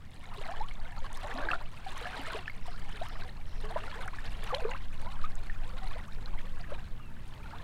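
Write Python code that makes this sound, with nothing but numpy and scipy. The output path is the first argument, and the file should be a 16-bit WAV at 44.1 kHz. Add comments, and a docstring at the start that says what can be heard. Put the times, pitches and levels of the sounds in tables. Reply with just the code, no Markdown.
"""Small waves on a lake shore

Each lap of water sounds as swarms of ringing bubbles, spray, fine mist and a thin wash. Gliding bubbles,
short plips and droplet ticks are decaying sines, set one by one. Behind them a breeze pushes slowly on the
microphone, a low rumble and hiss of open air are shaped noise, and far birds are falling tones."""
import sys
import numpy as np
from scipy import signal
from scipy.fft import rfft, irfft, next_fast_len
from scipy.io import wavfile
from scipy.ndimage import uniform_filter1d, map_coordinates

SR = 44100
rng = np.random.default_rng(int(sys.argv[2]) if len(sys.argv) > 2 else 0)


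def log_audio(samples):
    """Write samples as a 16-bit WAV file to the path given in sys.argv[1]."""
    # one column per channel
    frames = np.atleast_2d(samples).T
    # limit to full scale, then quantise
    limited = np.clip(frames, -1, 1)
    pcm = np.round(limited * 32767).astype(np.int16)
    wavfile.write(sys.argv[1], SR, pcm)


def gain_from_db(level_db):
    """Convert decibel levels to linear amplitude factors (20 dB per decade)."""
    decades = np.asarray(level_db, float) / 20
    return 10 ** decades


N = 336569  # samples in the scene

# Pushes of the breeze on the microphone: time_s, rms_db
BREEZE_LEVEL = [(0.0, -46.5), (0.55, -31.5), (1.65, -33), (2.2, -39.5), (2.75, -31.5), (3.85, -32.5),
                (4.4, -29.5), (4.95, -31), (5.5, -25.5), (6.05, -30.5), (6.6, -30), (7.63, -38)]
# Slow swell of the open-air rumble: time_s, rms_db
RUMBLE_LEVEL = [(0, -50), (3.2, -48), (4.4, -47), (7.63, -46.5)]
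# Spectra, relative level per Hz: frequency_hz, level_db
PUSH_SPECTRUM = [(1, -4.5), (4, 11), (12, 10.5), (25, -0.5), (45, -15), (90, -75)]
AIR_SPECTRUM = [(20, -12), (40, -7), (60, -7.5), (80, -6.5), (110, -11), (210, -18), (420, -32.5),
                (1600, -38), (5000, -52), (15600, -58)]
GURGLE_SPECTRUM = [(180, -51), (300, -5), (486, -5.5), (1680, -5), (1930, -18.5), (3000, -25), (3900, -29),
                   (6600, -120)]
SPRAY_SPECTRUM = [(1200, 2), (1900, 2.5), (2600, 1.5), (4200, -2.5), (5200, -18), (7000, -32)]
MIST_SPECTRUM = [(3500, -2), (5500, 0), (9000, 1), (12500, -12.5), (15600, -23)]
# Hoarse calls and thin whistles of far birds, relative level: start_s, length_s, start_hz, level_db
HOARSE_CALLS = [(2.63, .15, 5300, -62), (3.04, .17, 5400, -62), (3.46, .2, 5600, -64.5)]
WHISTLE_CALLS = [(6.67, .07, 2800, -65), (7.0, .1, 2900, -60)]
# Laps of water, relative levels: start_s, length_s, gurgle_db, splash_db
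LAP_TIMES = [(0.25, 0.34, -47.5, -54), (0.745, 0.3, -49, -57), (1.136, 0.41, -41.5, -52),
             (1.89, 0.46, -43, -49), (2.654, 0.62, -49.5, -55.5), (3.677, 0.35, -44.5, -52.5),
             (4.14, 0.13, -51.5, -55.5), (4.357, 0.13, -46, -50), (4.493, 0.22, -44.5, -54),
             (4.95, 0.26, -51, -57), (5.33, 0.1, -53, -61), (5.59, 0.38, -49.5, -56),
             (6.126, 0.26, -51, -60), (6.494, 0.26, -51.5, -58.5), (7.37, 0.21, -48.5, -55.5)]
# Droplets striking the surface, relative level: start_s, level_db
DROPLETS = [(1.1292, -35), (1.172, -35), (1.34, -41), (3.085, -40), (4.0773, -36.5), (4.439, -35),
            (4.5117, -44), (4.55, -36), (5.015, -40), (5.3541, -37.5)]
# Short bubbles of nearly steady pitch, relative level: start_s, level_db, pitch_hz
SHORT_PLIPS = [(0.686, -36, 3090), (0.711, -35.5, 2180), (1.044, -34.5, 1070), (1.243, -40, 1075),
               (1.244, -35.5, 580), (1.267, -37.5, 910), (1.34, -45, 1340), (1.386, -33, 1740),
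               (1.386, -35, 590), (1.471, -32, 860), (1.487, -26, 1600), (1.503, -22, 1700),
               (1.51, -27.5, 1200), (1.515, -21, 2640), (1.516, -35, 3100), (1.533, -22, 1380),
               (1.556, -30, 1465), (2.015, -38.5, 469), (2.055, -32, 1690), (2.128, -37, 1420),
               (2.144, -34, 1570), (2.192, -40.5, 271), (2.232, -35, 1544), (2.257, -40, 2270),
               (2.268, -31, 1280), (2.279, -38, 650), (2.306, -34, 1516), (2.347, -36, 428),
               (2.458, -33, 2560), (2.479, -29.5, 1730), (2.498, -30, 2150), (2.682, -35, 708),
               (3.221, -34.5, 1560), (3.243, -38, 1681), (3.878, -37, 1406), (3.927, -35, 1000),
               (4.186, -36.5, 1710), (4.256, -37, 1690), (4.546, -29, 3120), (4.548, -25, 4040),
               (4.558, -35, 550), (4.65, -30, 1190), (4.69, -36, 995), (4.715, -33, 1984),
               (4.716, -33.5, 2770), (4.736, -35, 2670), (5.062, -40.5, 650), (5.498, -29.5, 1800),
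               (5.862, -41.5, 895), (6.259, -38, 4060), (6.612, -42, 4660), (6.746, -36.5, 2430),
               (6.998, -37, 1206)]
# The clearest gliding air pockets, relative level: start_s, level_db, start_hz, end_hz, life_ms
AIR_POCKETS = [(0.377, -45.5, 398, 400, 38), (0.412, -37.5, 497, 665, 11), (0.454, -38, 692, 1010, 38),
               (0.482, -36, 624, 830, 50), (0.606, -33.5, 810, 1070, 36), (1.343, -42.5, 240, 280, 58),
               (1.52, -35, 716, 810, 19), (1.863, -39.5, 770, 763, 28), (2.05, -37, 690, 750, 45),
               (2.359, -35, 553, 780, 24), (3.014, -34, 613, 840, 21), (3.636, -41.5, 412, 455, 83),
               (3.702, -38.5, 616, 1024, 50), (3.761, -36.5, 920, 1175, 27), (3.759, -31.5, 565, 787, 20.5),
               (4.059, -36, 800, 717, 19), (4.079, -28.5, 1330, 1680, 5), (4.133, -35, 950, 1390, 14),
               (4.503, -34.5, 1264, 970, 31), (4.524, -30, 479, 615, 54), (4.531, -27.5, 756, 1020, 16),
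               (4.62, -38.5, 480, 510, 39), (4.645, -36, 417, 526, 70), (4.722, -42, 623, 1000, 24),
               (4.745, -37.5, 1060, 1750, 17), (5.066, -40, 937, 1074, 25), (5.24, -36, 1200, 1290, 19.5),
               (5.731, -47.5, 506, 520, 32), (5.815, -43.5, 783, 745, 36), (5.958, -42, 576, 900, 25),
               (6.377, -43.5, 1980, 2300, 13), (6.64, -41.5, 1630, 2050, 11), (6.719, -42, 516, 852, 33)]

SPLASH_REF_DB = -54.5  # splash level about which mist and wash are set
PLIP_CYCLES = 10.6  # life of plips and shed bubbles, in cycles


def unit(x):
    """Normalisation: a signal divided by its root mean square has rms 1."""
    return x / np.sqrt(np.mean(x ** 2) + 1e-20)


def level_curve(rows):
    """Linear interpolation: (time_s, level_db) rows become one gain per sample."""
    time_s, level_db = np.transpose(rows)
    return gain_from_db(np.interp(np.arange(N) / SR, time_s, level_db))


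def wobble(rate):
    """Spline interpolation: random knots, rate of them a second, join into a smooth curve."""
    knots = rng.standard_normal(int(N * rate / SR) + 4)
    return map_coordinates(knots, [np.arange(N) * rate / SR])


def gain_at(spectrum, hz):
    """Spectral weighting: the gain of a spectrum is read on a logarithmic frequency axis."""
    frequency_hz, level_db = np.transpose(spectrum)
    return gain_from_db(np.interp(np.log(hz + 0.075), np.log(frequency_hz), level_db))


def hiss(spectrum):
    """Spectral shaping: white noise is weighted in frequency, then scaled to rms 1."""
    size = next_fast_len(N + 8192)
    white = rfft(rng.standard_normal(size))
    shaped = irfft(white * gain_at(spectrum, np.fft.rfftfreq(size, 1 / SR)), size)
    return unit(shaped[:N])


def breeze():
    """Wind pressure: slow pushes on the microphone are very low noise of varying level."""
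    return level_curve(BREEZE_LEVEL) * hiss(PUSH_SPECTRUM)


def open_air():
    """Ambient noise: a low rumble with a little hiss swells slowly over the water."""
    return level_curve(RUMBLE_LEVEL) * hiss(AIR_SPECTRUM)


def bird_calls(calls, fall_hz_per_s, waver_hz):
    """Frequency modulation: a falling tone turns hoarse as its random waver (waver_hz rms) widens."""
    out = np.zeros(N)
    for start_s, length_s, start_hz, level_db in calls:
        progress = np.linspace(0, 1, int(length_s * SR))
        waver = unit(uniform_filter1d(rng.standard_normal(len(progress)), size=40))
        pitch_hz = start_hz - fall_hz_per_s * length_s * progress + waver_hz * waver
        tone = np.sin(2 * np.pi * np.cumsum(pitch_hz) / SR)
        envelope = np.sin(np.pi * progress) ** 0.15
        out[round(start_s * SR):][:len(progress)] += gain_from_db(level_db - 0.5) * envelope * tone
    return out


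def birds():
    """Superposition: three hoarse calls and two thin whistles are added."""
    hoarse = bird_calls(HOARSE_CALLS, fall_hz_per_s=3800, waver_hz=400)
    return hoarse + bird_calls(WHISTLE_CALLS, fall_hz_per_s=3700, waver_hz=15)


def follow(level_db, attack_s, drift_db, release_db_per_s, calm_db):
    """Energy addition: a layer's gain arrives, swells or sinks, then falls with each lap, over a calm floor."""
    start_s, length_s = np.transpose(LAP_TIMES)[:2, :, None]
    t = np.arange(0, N / SR + .01, .005)
    since = t - start_s
    after = np.maximum(since - length_s, 0)
    arrive = 1 / (1 + np.exp(-np.clip(4 * since / attack_s, -50, 50)))
    drift = drift_db * (np.clip(since / length_s, 0, 1) - 1)  # swells if positive, sinks if negative
    body = gain_from_db(level_db[:, None] + drift) * arrive
    cut = gain_from_db(-release_db_per_s * after)
    trickle = gain_from_db(-19 - 3 * after)  # the water runs back after each lap
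    energy = np.sum(body ** 2 * (cut ** 2 + trickle ** 2), axis=0)
    return np.interp(np.arange(N) / SR, t, np.sqrt(energy + gain_from_db(calm_db) ** 2))


def ring(start_s, size, start_hz, end_hz, life_s, attack, flutter_db):
    """Damped resonance: each bubble swells quickly and dies away, under one shared random flutter of level.

    One gliding sine per row; attack is a fraction of the life."""
    width = int(np.max(life_s) * SR * 2) + 2
    t = np.arange(width) / SR
    columns = (start_s, size, start_hz, end_hz, life_s)
    start_s, size, start_hz, end_hz, life_s = (np.asarray(c, float)[:, None] for c in columns)
    where = np.round(start_s * SR).astype(int) + np.arange(width)
    age = t / life_s
    # the pocket shrinks or nears the surface
    pitch_hz = start_hz * (end_hz / start_hz) ** np.minimum(age, 1.2)
    swell = 1 - np.exp(-age / attack)
    decay = np.exp(-1.4 * age ** 0.93) * (1 - np.minimum(age / 2, 1) ** 4)  # silent after two lives
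    wave = size * swell * decay * np.sin(2 * np.pi * np.cumsum(pitch_hz, axis=1) / SR)
    total = np.bincount(where.ravel(), wave.ravel(), N + width)[:N]
    return total * gain_from_db(flutter_db * wobble(110))


def swarm(spectrum, churn, low_hz, high_hz, cycles, spread_db, glide, count):
    """Random superposition: long-tailed bubble sizes crowd where the water churns; rms 1."""
    when, pitch, big, long, bend = rng.random((count, 5)).T
    pace = np.cumsum(np.exp(churn))
    start_s = np.interp(when * pace[-1], pace, np.arange(N) / SR)
    hz = low_hz * (high_hz / low_hz) ** pitch
    long_tail = gain_from_db(-spread_db * np.log(1 - big * .985))
    size = gain_at(spectrum, hz) * hz * long_tail
    life_s = cycles * (0.5 + 1.3 * long ** 2) / hz
    end_hz = hz * (1 + glide * (bend - .3))
    return unit(ring(start_s, size, hz, end_hz, life_s, attack=0.029, flutter_db=0.5))


def wash(splash_db):
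    """Level expansion: a continuous wash grows 1.84 dB per dB of splash, filling the strong laps."""
    level_db = SPLASH_REF_DB - 5.0 + 1.84 * (splash_db - SPLASH_REF_DB)
    gain = follow(level_db, attack_s=0.5, drift_db=2, release_db_per_s=116, calm_db=-86)
    return gain * hiss(SPRAY_SPECTRUM)


def mist(splash_db, churn):
    """Level compression: the finest bubbles, over hiss, grow only 0.8 dB per dB of splash."""
    level_db = -66.5 + 0.8 * (splash_db - SPLASH_REF_DB)
    fine = gain_from_db(-2.0) * swarm(MIST_SPECTRUM, 1.6 * churn, 4640, 16100, cycles=5.4, spread_db=5.0,
                             glide=0.072, count=4000)
    fine += gain_from_db(-5.5) * hiss(MIST_SPECTRUM)
    return follow(level_db, attack_s=0.44, drift_db=-3.5, release_db_per_s=64, calm_db=-82.5) * fine


def spray(splash_db, churn):
    """Bubble resonance: a dense swarm of small bubbles rings as each lap splashes."""
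    small = gain_from_db(0.5) * swarm(SPRAY_SPECTRUM, 0.8 * churn, 1670, 5480, cycles=10.4, spread_db=4,
                             glide=0.19, count=5000)
    return follow(splash_db, attack_s=0.45, drift_db=-0.5, release_db_per_s=75, calm_db=-69.5) * small


def gurgle(gurgle_db, churn):
    """Bubble resonance: slow, mostly rising glugs join quicker mid-sized bubbles over faint noise."""
    water = gain_from_db(-4.5) * swarm(GURGLE_SPECTRUM, .4 * churn, 348.5, 1200.6, cycles=18.6, spread_db=3,
                              glide=0.768, count=600)
    water += gain_from_db(-2.5) * swarm(GURGLE_SPECTRUM, .7 * churn, 601.6, 2390, cycles=11.6, spread_db=2.5,
                               glide=0.357, count=2600)
    water += gain_from_db(-18) * hiss(GURGLE_SPECTRUM)
    return follow(gurgle_db, attack_s=0.3, drift_db=3, release_db_per_s=140, calm_db=-71.5) * water


def laps():
    """Common modulation: one quick churning bunches all the swarms, over the wash."""
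    gurgle_db, splash_db = np.transpose(LAP_TIMES)[2:]
    churn = np.tanh(wobble(55))
    return wash(splash_db) + mist(splash_db, churn) + spray(splash_db, churn) + gurgle(gurgle_db, churn)


def ticks():
    """Impact excitation: a droplet hits the surface and three tiny bubbles ring for an instant."""
    start_s, level_db = np.repeat(DROPLETS, 3, axis=0).T
    late, pitch = rng.random((len(start_s), 2)).T
    hz = 5500 * 2.2 ** pitch
    return ring(start_s + 0.0017 * late, gain_from_db(level_db - 2), hz, hz, 4.4 / hz, attack=0.08, flutter_db=-0.5)


def plips():
    """Bubble resonance: short plips ring at a nearly steady pitch, rising 1.5 % in one life."""
    start_s, level_db, hz = np.transpose(SHORT_PLIPS)
    return ring(start_s, gain_from_db(level_db), hz, 1.015 * hz, PLIP_CYCLES / hz, attack=0.032, flutter_db=4.0)


def shed_bubbles():
    """Fragmentation: each gliding pocket sheds three smaller bubbles, softer and up to 1.217 octaves higher."""
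    start_s, level_db, start_hz, end_hz, life_ms = np.repeat(AIR_POCKETS, 3, axis=0).T
    late, pitch, soft = rng.random((len(start_s), 3)).T
    glide = end_hz / start_hz
    hz = start_hz * glide ** late * 2 ** (1.217 * pitch)
    size = gain_from_db(level_db - 9.5 * (.5 + soft))
    return ring(start_s + late * life_ms / 1000, size, hz, hz * glide, PLIP_CYCLES / hz,
                attack=0.07, flutter_db=3.0)


def gliding_bubbles():
    """Bubble resonance: large trapped air pockets ring, most of them gliding upward."""
    start_s, level_db, start_hz, end_hz, life_ms = np.transpose(AIR_POCKETS)
    return ring(start_s, gain_from_db(level_db + 2.0), start_hz, end_hz, life_ms / 1000, attack=0.056, flutter_db=3.5)


def scene():
    """Superposition: air, birds and water add at one microphone."""
    surroundings = breeze() + open_air() + birds()
    water = laps() + ticks() + plips() + shed_bubbles() + gliding_bubbles()
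    return (surroundings + water)[None]


def top_cut(x):
    """Nothing passes above the cut-off."""
    return signal.sosfilt(signal.butter(12, 15760, fs=SR, output="sos"), x)


def record(dry):
    """Signal chain: the finished one-channel mix passes through the last stage."""
    return top_cut(dry)


dry = scene()
out = record(dry)
log_audio(out)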